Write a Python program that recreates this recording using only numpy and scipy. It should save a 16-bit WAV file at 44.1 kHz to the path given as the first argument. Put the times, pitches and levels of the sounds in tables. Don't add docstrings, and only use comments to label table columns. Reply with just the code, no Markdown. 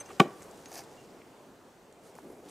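import sys
import numpy as np
from scipy import signal
from scipy.fft import rfft, irfft
from scipy.io import wavfile
from scipy.ndimage import uniform_filter1d

SR = 44100
rng = np.random.default_rng(int(sys.argv[2]) if len(sys.argv) > 2 else 0)


def rack_gain(trim_db):
    fader = np.asarray(trim_db, float)
    return 10 ** (fader / 20)


def file_out(sig):
    cols = np.atleast_2d(sig).T
    lim = np.clip(cols, -1, 1)
    pcm = np.round(lim * 32767).astype(np.int16)
    wavfile.write(sys.argv[1], SR, pcm)


N = 110250

# frequency in Hz, level in dB per Hz.
WIND_COLOUR = [(30, -28), (70, -16), (220, -6.5), (400, -4.5), (850, -11), (1600, -20.5), (4000, -29.5),
               (7600, -29.5), (10500, -36.5), (15600, -38)]
# time in seconds, level in dB.
WIND_GUSTS = [
    (0.0, -50),
    (0.668, -51.5),
    (0.87, -52.5),
    (1.93, -57),
    (2.18, -55),
    (2.4, -56.5),
    (2.5, -54.5),
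]
# frequency in Hz, side over mid in dB.
WIND_WIDTH = [(30, -14), (180, -14), (550, -16.5), (1650, -8.5), (4000, -5), (6000, -16), (8000, -5.5),
              (13000, -5.5), (14800, -10)]
# frequency in Hz, decay by 60 dB in seconds.
TREES_DECAY = [(150, 0.25), (400, 0.3), (800, 0.32), (1200, 0.49), (2000, 0.34), (3500, 0.21), (8000, 0.12)]
# frequency in Hz, level in dB.
TREES_COLOUR = [(200, -16), (400, -7), (800, -15.5), (1150, -22), (1600, -17), (2500, -23.5), (4000, -16),
                (8000, -7.5)]
# delay in seconds, level in dB.
TRUNK_ECHOES = [
    (.056, -39),
    (0.077, -46.5),
    (0.107, -44.5),
    (.138, -69),
]
# frequency in Hz, side over mid in dB.
NEAR_WIDTH = [(300, -36.5), (1200, -28), (3000, -18.5), (6000, -26), (8200, -13.5), (12000, -20)]
# middle in seconds, half length in seconds, level in dB, low and high edge in Hz.
RUSTLES = [(0.008, .018, -52.5, 400, 2800), (0.105, 0.017, -50, 1300, 3560), (.006, 0.018, -57, 4000, 9500),
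           (0.061, .012, -63, 4800, 7500), (0.115, 0.052, -59.5, 3300, 8000),
           (0.416, 0.054, -70, 4530, 11900), (0.419, 0.0075, -58.5, 1880, 2440),
           (0.819, 0.0067, -58, 1200, 2600), (0.52, 0.42, -68, 4300, 10400),
           (0.91, 0.24, -67.5, 2980, 7900), (2.072, .04, -63, 4200, 11200),
           (2.176, 0.023, -65.5, 2960, 13700), (2.313, 0.12, -69, 5400, 12400),
           (2.49, 0.043, -59, 900, 8650)]
# time in seconds, level in dB.
LUNGE_SWELL = [
    (2.21, -93),
    (2.228, -58),
    (2.26, -45.5),
    (2.36, -53),
    (2.41, -53.5),
    (2.455, -53),
    (2.5, -53),
]
# time in seconds, level in dB, pitch in Hz, width in Hz.
TICKS = [(.0125, -43, 585, 252), (0.0143, -51.5, 1820, 400), (0.0969, -42.5, 347, 200),
         (0.1038, -40, 1210, 350), (.1085, -43, 780, 300), (0.1143, -50, 358, 250),
         (0.4225, -36.5, 7600, 6000), (0.43, -39.5, 6940, 4960), (.512, -42, 7700, 5000),
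         (0.559, -45, 7260, 6130), (0.575, -44.5, 7850, 6000), (0.6594, -37.5, 2600, 4030),
         (0.6584, -30.5, 5600, 8000), (0.685, -46, 10900, 5030), (0.7173, -34.5, 6500, 7000),
         (.7175, -45, 12500, 7000), (0.728, -35, 6700, 6000), (0.7393, -37, 11000, 8000),
         (0.7422, -42, 4000, 6000), (0.756, -28.5, 6370, 7000), (0.7473, -35, 10000, 6000),
         (0.7792, -35, 6000, 6000), (.7835, -46, 12400, 7000), (0.7855, -38, 5000, 4000),
         (.7918, -33, 5460, 5000), (.8065, -41, 6000, 5000), (0.8379, -41.5, 7350, 6000),
         (0.9292, -55, 7640, 5000), (1.107, -52, 4900, 3000), (1.218, -44, 2270, 2020),
         (1.926, -46.5, 7760, 7000), (2.153, -43.5, 8000, 8000), (2.153, -46, 500, 350),
         (2.153, -53.5, 2200, 700), (2.153, -54, 12500, 7000), (2.09, -52, 13100, 7000),
         (2.164, -54, 1060, 300), (2.187, -37, 930, 740), (2.186, -47, 1670, 1000), (2.188, -48, 690, 500),
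         (2.192, -48, 7000, 4000), (2.253, -52, 604, 900), (2.305, -55, 9800, 4000),
         (2.3185, -53, 12000, 7900)]
# time in seconds, level in dB.
DRAW_SWELL = [
    (.69, -60),
    (.715, -57),
    (.745, -50.5),
    (.768, -47),
    (.785, -46),
    (.81, -54.5),
    (.835, -67),
]
# middle in Hz, width in Hz, level in dB.
SHEATH_BANDS = [(750, 570, -0.5), (1680, 310, -5.5), (2600, 350, -6.5), (5300, 1150, 2), (6060, 1000, 0.5),
                (8800, 3500, 0), (11500, 4300, -3)]
# time in seconds, level in dB.
SHEATH_KNOCKS = [
    (.7168, -34),
    (.7425, -41),
    (.7625, -33.5),
    (.7655, -37),
    (.785, -56),
    (.7895, -34),
    (.8025, -35),
    (.806, -44),
]
# frequency in Hz, level in dB, decay by 60 dB in seconds.
SHEATH_MODES = [(700, -2.5, 0.02), (806, -2, 0.02), (1750, -13.5, 0.021), (2210, -17, 0.032)]
# frequency in Hz, level in dB, decay by 60 dB in seconds.
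THROWN_MODES = [(2760, -16, .12), (6191, 0, .06), (8436, -4, .04), (10950, -17, .03), (12500, -28, .025)]
# frequency in Hz, level in dB, decay by 60 dB in seconds.
DRAWN_MODES = [(2800, -17.5, 0.22), (4320, -14, 0.036), (6480, -0.5, 0.18)]
# time in seconds, level in dB, rise in seconds,
# lean toward low modes in dB per octave, time it rings free in seconds.
THROWN_FLICKS = [
    (0.0, -29.5, 0.01, -7.5, .022),
    (0.056, -46.5, 0.0068, 5, 0.027),
    (2.488, -49.5, 0.01, -25, .03),
]
DRAWN_FLICKS = [
    (0.66, -50.5, .001, 2.5, 0.026),
    (0.974, -84, 0.0072, 38.3, 0.059),
]
# frequency in Hz, level in dB per Hz.
BARK_COLOUR = [(300, -30), (550, -4), (950, 0.5), (1700, -2), (2100, -8), (3400, -12), (5000, -29)]
# time in seconds, level in dB, lean toward low modes in dB per octave.
BITES = [
    (0.1972, -45.4, -18.1),
    (0.1986, -12.0, 11.9),
    (0.2006, -14.4, -2.5),
    (0.2023, -20.9, -8.4),
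    (0.2038, -16.9, 6.8),
    (0.2069, -22.5, 1.3),
    (0.2161, -41.1, -9.9),
]
# frequency in Hz, level in dB, decay by 60 dB in seconds.
CUT_MODES = [(792, -9.9, .045), (1104, -1.3, .027), (1157, .5, .043), (1487, -7.5, .042), (1640, -20, .04),
             (1823, -12.9, .05), (2286, -1, .042), (2468, .7, .02), (3150, 4.4, .008), (3640, -15, .04),
             (3717, 1.2, .006)]
# time in seconds, level in dB, lean toward low modes in dB per octave.
SHOVES = [
    (0.199, -7.7, -30.6),
    (0.202, -0.6, 0.2),
    (0.2088, 6.6, -15.1),
    (0.214, -2.9, -27.5),
]
# frequency in Hz, level in dB, decay by 60 dB in seconds.
TRUNK_MODES = [(221.0, -2.1, 0.055), (215.0, -9.7, 0.048), (361.0, -15.6, 0.047), (346.0, -28.8, 0.018),
               (673.0, -39.1, 0.06), (492.0, -32.4, 0.1)]
# frequency in Hz, level in dB per Hz.
CRACK_COLOUR = [(3000, -11), (4000, -36.5), (4700, -14), (7000, -15), (10000, -24.5), (15600, -32.5)]
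# time in seconds, level in dB.
SWAYS = [
    (.228, -34),
    (.2555, -27),
    (.2765, -41),
    (.306, -41),
    (.336, -49.5),
]
# frequency in Hz, level in dB, decay by 60 dB in seconds.
SWAY_MODES = [(338, -5, .045), (372, -4, 0.065), (440, -11, .03), (604, -6, 0.039), (1120, -15, 0.035)]

CRACK_S = .1953


def evened(x):
    return x / np.sqrt(np.mean(x ** 2) + 1e-20)


def read(points, hz):
    f, value = np.transpose(points)
    return np.interp(np.log(hz + 1), np.log(f + 1), value)


def level(points):
    s, db = np.transpose(points)
    return rack_gain(np.interp(np.arange(N) / SR, s, db, left=-200, right=-200))


def add(mix, s, sound):
    part = mix[round(s * SR):][:len(sound)]
    part += sound[:len(part)]


def train(events):
    out = np.zeros(N)
    for s, db in events:
        out[round(s * SR)] = rack_gain(db)
    return out


def fade_in(sound, rise_s):
    return sound * np.minimum(np.arange(len(sound)) / SR / rise_s, 1)


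def colour(x, points):
    gain = rack_gain(read(points, np.fft.rfftfreq(len(x), 1 / SR)))
    return irfft(rfft(x) * gain, len(x))


def band(x, low_hz, high_hz):
    edges = [low_hz, min(high_hz, SR / 2.1)]
    return signal.sosfilt(signal.butter(2, edges, "band", fs=SR, output="sos"), x)


def ring(modes, lean_db=0, length=.4, pivot_hz=6300):
    t = np.arange(0, length, 1 / SR)
    out = np.zeros(len(t))
    for k, (hz, db, t60) in enumerate(modes):
        fall = rack_gain(db - 60 * t / t60 - lean_db * np.log2(hz / pivot_hz))
        out += (-1) ** k * fall * np.sin(2 * np.pi * hz * t)
    return out


def jolts(modes, events, pivot_hz, push_s):
    out, keep = np.zeros(N), np.exp(-1 / SR / push_s)
    for s, db, lean_db in events:
        add(out, s, rack_gain(db) * ring(modes, lean_db, pivot_hz=pivot_hz))
    return signal.lfilter([1 - keep], [1, -keep], out)


def grains(per_s, spread_db, share):
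    hits = rng.random(N) < per_s / SR
    size = rack_gain(spread_db * np.minimum(rng.exponential(1, N), 4))
    slips = hits * size * rng.choice([-1, 1], N)
    return evened((1 - share) * evened(slips) + share * rng.standard_normal(N))


def wind():
    frames, hz = N // 256 + 5, np.fft.rfftfreq(1024, 1 / SR)
    a, b, c, d, patches = rng.standard_normal((frames, 513, 5)).T
    patches = evened(uniform_filter1d(uniform_filter1d(patches, 10, 0), 10, 1))
    s, db = np.transpose(WIND_GUSTS)
    gust_db = np.interp(np.arange(frames) * 256 / SR, s, db - db.mean())
    follow = read([(100, 0.67), (900, 1.0), (6000, 0.89)], hz)[:, None]
    z = np.array([a + 1j * b, (c + 1j * d) * rack_gain(read(WIND_WIDTH, hz))[:, None]])
    z *= rack_gain(read(WIND_COLOUR, hz)[:, None] + 1.2 * patches + follow * gust_db)
    pair = signal.istft(z, nperseg=1024, noverlap=768)[1][:, :N]
    return rack_gain(-53) * pair / np.std(pair[0])


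def trees(x):
    taps = np.zeros((2, SR // 2))
    at = np.arange(500, SR // 2 - 20, 20) + rng.integers(0, 20, (2, (SR // 2 - 501) // 20))
    np.put_along_axis(taps, at, rng.choice([-1., 1.], at.shape), 1)
    hz, t, z = signal.stft(taps, SR, nperseg=256)
    fall = rack_gain(-60 * t / read(TREES_DECAY, hz)[:, None])
    even_fall = fall / np.linalg.norm(fall, axis=1)[:, None]
    shape = even_fall * rack_gain(read(TREES_COLOUR, hz)[:, None])
    tail = signal.istft(z * shape, SR, nperseg=256)[1] * np.sqrt(20 / 128)
    for s, db in TRUNK_ECHOES:
        tail[0, round(s * SR)] += rack_gain(db)
    return signal.fftconvolve(x[None], tail, axes=1)[:, :N]


def rustles():
    crackle, t = grains(2500, 4.5, 0.33), np.arange(N) / SR
    out = np.zeros(N)
    for s, half, db, low_hz, high_hz in RUSTLES:
        out += rack_gain(db) * evened(band(crackle, low_hz, high_hz)) * np.exp(-((t - s) / half) ** 2)
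    shuffle = evened(band(grains(388, 1.8, 0.37), 220, 500))
    return out + rack_gain(-1.0) * level(LUNGE_SWELL) * shuffle


def ticks():
    out, t = np.zeros(N), np.arange(0, .025, 1 / SR)
    fuzzes = rng.standard_normal((len(TICKS), len(t)))
    for (s, db, hz, width), fuzz in zip(TICKS, fuzzes):
        tail = 0.3 * band(fuzz, hz / 1.72, hz * 1.29) * np.exp(-t / 0.0044)
        swell = 2 * (1 - np.exp(-3.0 * t * width)) * np.exp(-t * width)
        add(out, s, rack_gain(db) * (swell * np.sin(2 * np.pi * hz * t) + tail))
    return out


def draw():
    slips, scrape = grains(1800, 3.6, .45), np.zeros(N)
    for hz, width, db in SHEATH_BANDS:
        scrape += rack_gain(db) * evened(band(slips, hz - width / 2, hz + width / 2))
    hollow = fade_in(ring(SHEATH_MODES, length=.1), 0.0014)
    knocks = signal.oaconvolve(train(SHEATH_KNOCKS), hollow)[:N]
    return level(DRAW_SWELL) * evened(scrape) + knocks


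def steel():
    out, grip_t60 = np.zeros(N), .018
    for modes, flicks in ((THROWN_MODES, THROWN_FLICKS), (DRAWN_MODES, DRAWN_FLICKS)):
        for s, db, rise, lean_db, free in flicks:
            tone = ring(modes, lean_db)
            t = np.arange(len(tone)) / SR
            mute = rack_gain(db - 60 * np.maximum(t - free, 0) / grip_t60)
            add(out, s, mute * fade_in(tone, rise))
    return out


def bark():
    t = np.maximum(np.arange(N) / SR - CRACK_S, 0)
    swell = rack_gain(-33 - 60 * t / .13) * np.minimum(t / .012, 1)
    return swell * evened(colour(grains(1500, 3.5, 0.52), BARK_COLOUR))


def crack():
    rise_s, snap_t60, creak_db, creak_t60 = .0052, 0.024, -17.5, 0.11
    t = np.arange(N) / SR - CRACK_S - rise_s
    fall = rack_gain(-60 * np.abs(t) / snap_t60) + rack_gain(creak_db - 60 * np.abs(t) / creak_t60)
    burst = np.where(t < 0, np.maximum(1 + t / rise_s, 0) ** 1.6, fall)
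    splinters = band(grains(4500, 3.1, 0.72), 2900, 14001)
    return rack_gain(-28) * burst * evened(colour(splinters, CRACK_COLOUR))


def thud():
    bite = jolts(CUT_MODES, BITES, pivot_hz=1500, push_s=.0001)
    shove = jolts(TRUNK_MODES, SHOVES, pivot_hz=350, push_s=.0004)
    rock = signal.oaconvolve(train(SWAYS), fade_in(ring(SWAY_MODES), 0.0087))[:N]
    return rack_gain(0.63) * (bite + shove) + rock + crack()


def scene():
    hit, small = thud() + bark(), ticks() + draw() + rustles()
    cut = signal.butter(3, 128, "high", fs=SR, output="sos")
    hit, small = signal.sosfiltfilt(cut, hit), signal.sosfilt(cut, small)
    hit = hit * np.clip((np.arange(N) / SR - CRACK_S) / .003, 0, 1)
    wet, air = trees(hit + 0.63 * small), wind()
    near = hit + small + steel()
    mid = near + wet[0] + air[0]
    side = colour(np.roll(near, 9) + 3.7 * wet[1], NEAR_WIDTH) + air[1]
    return np.array([mid + side, mid - side])


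def roll_off(x):
    return signal.sosfilt(signal.butter(12, 15700, fs=SR, output="sos"), x)


def record(dry):
    edge = signal.firwin(301, 15620, window=("kaiser", 9), fs=SR)
    mix = signal.oaconvolve(dry, edge[None], "same")
    return roll_off(mix)


dry = scene()
out = record(dry)
file_out(out)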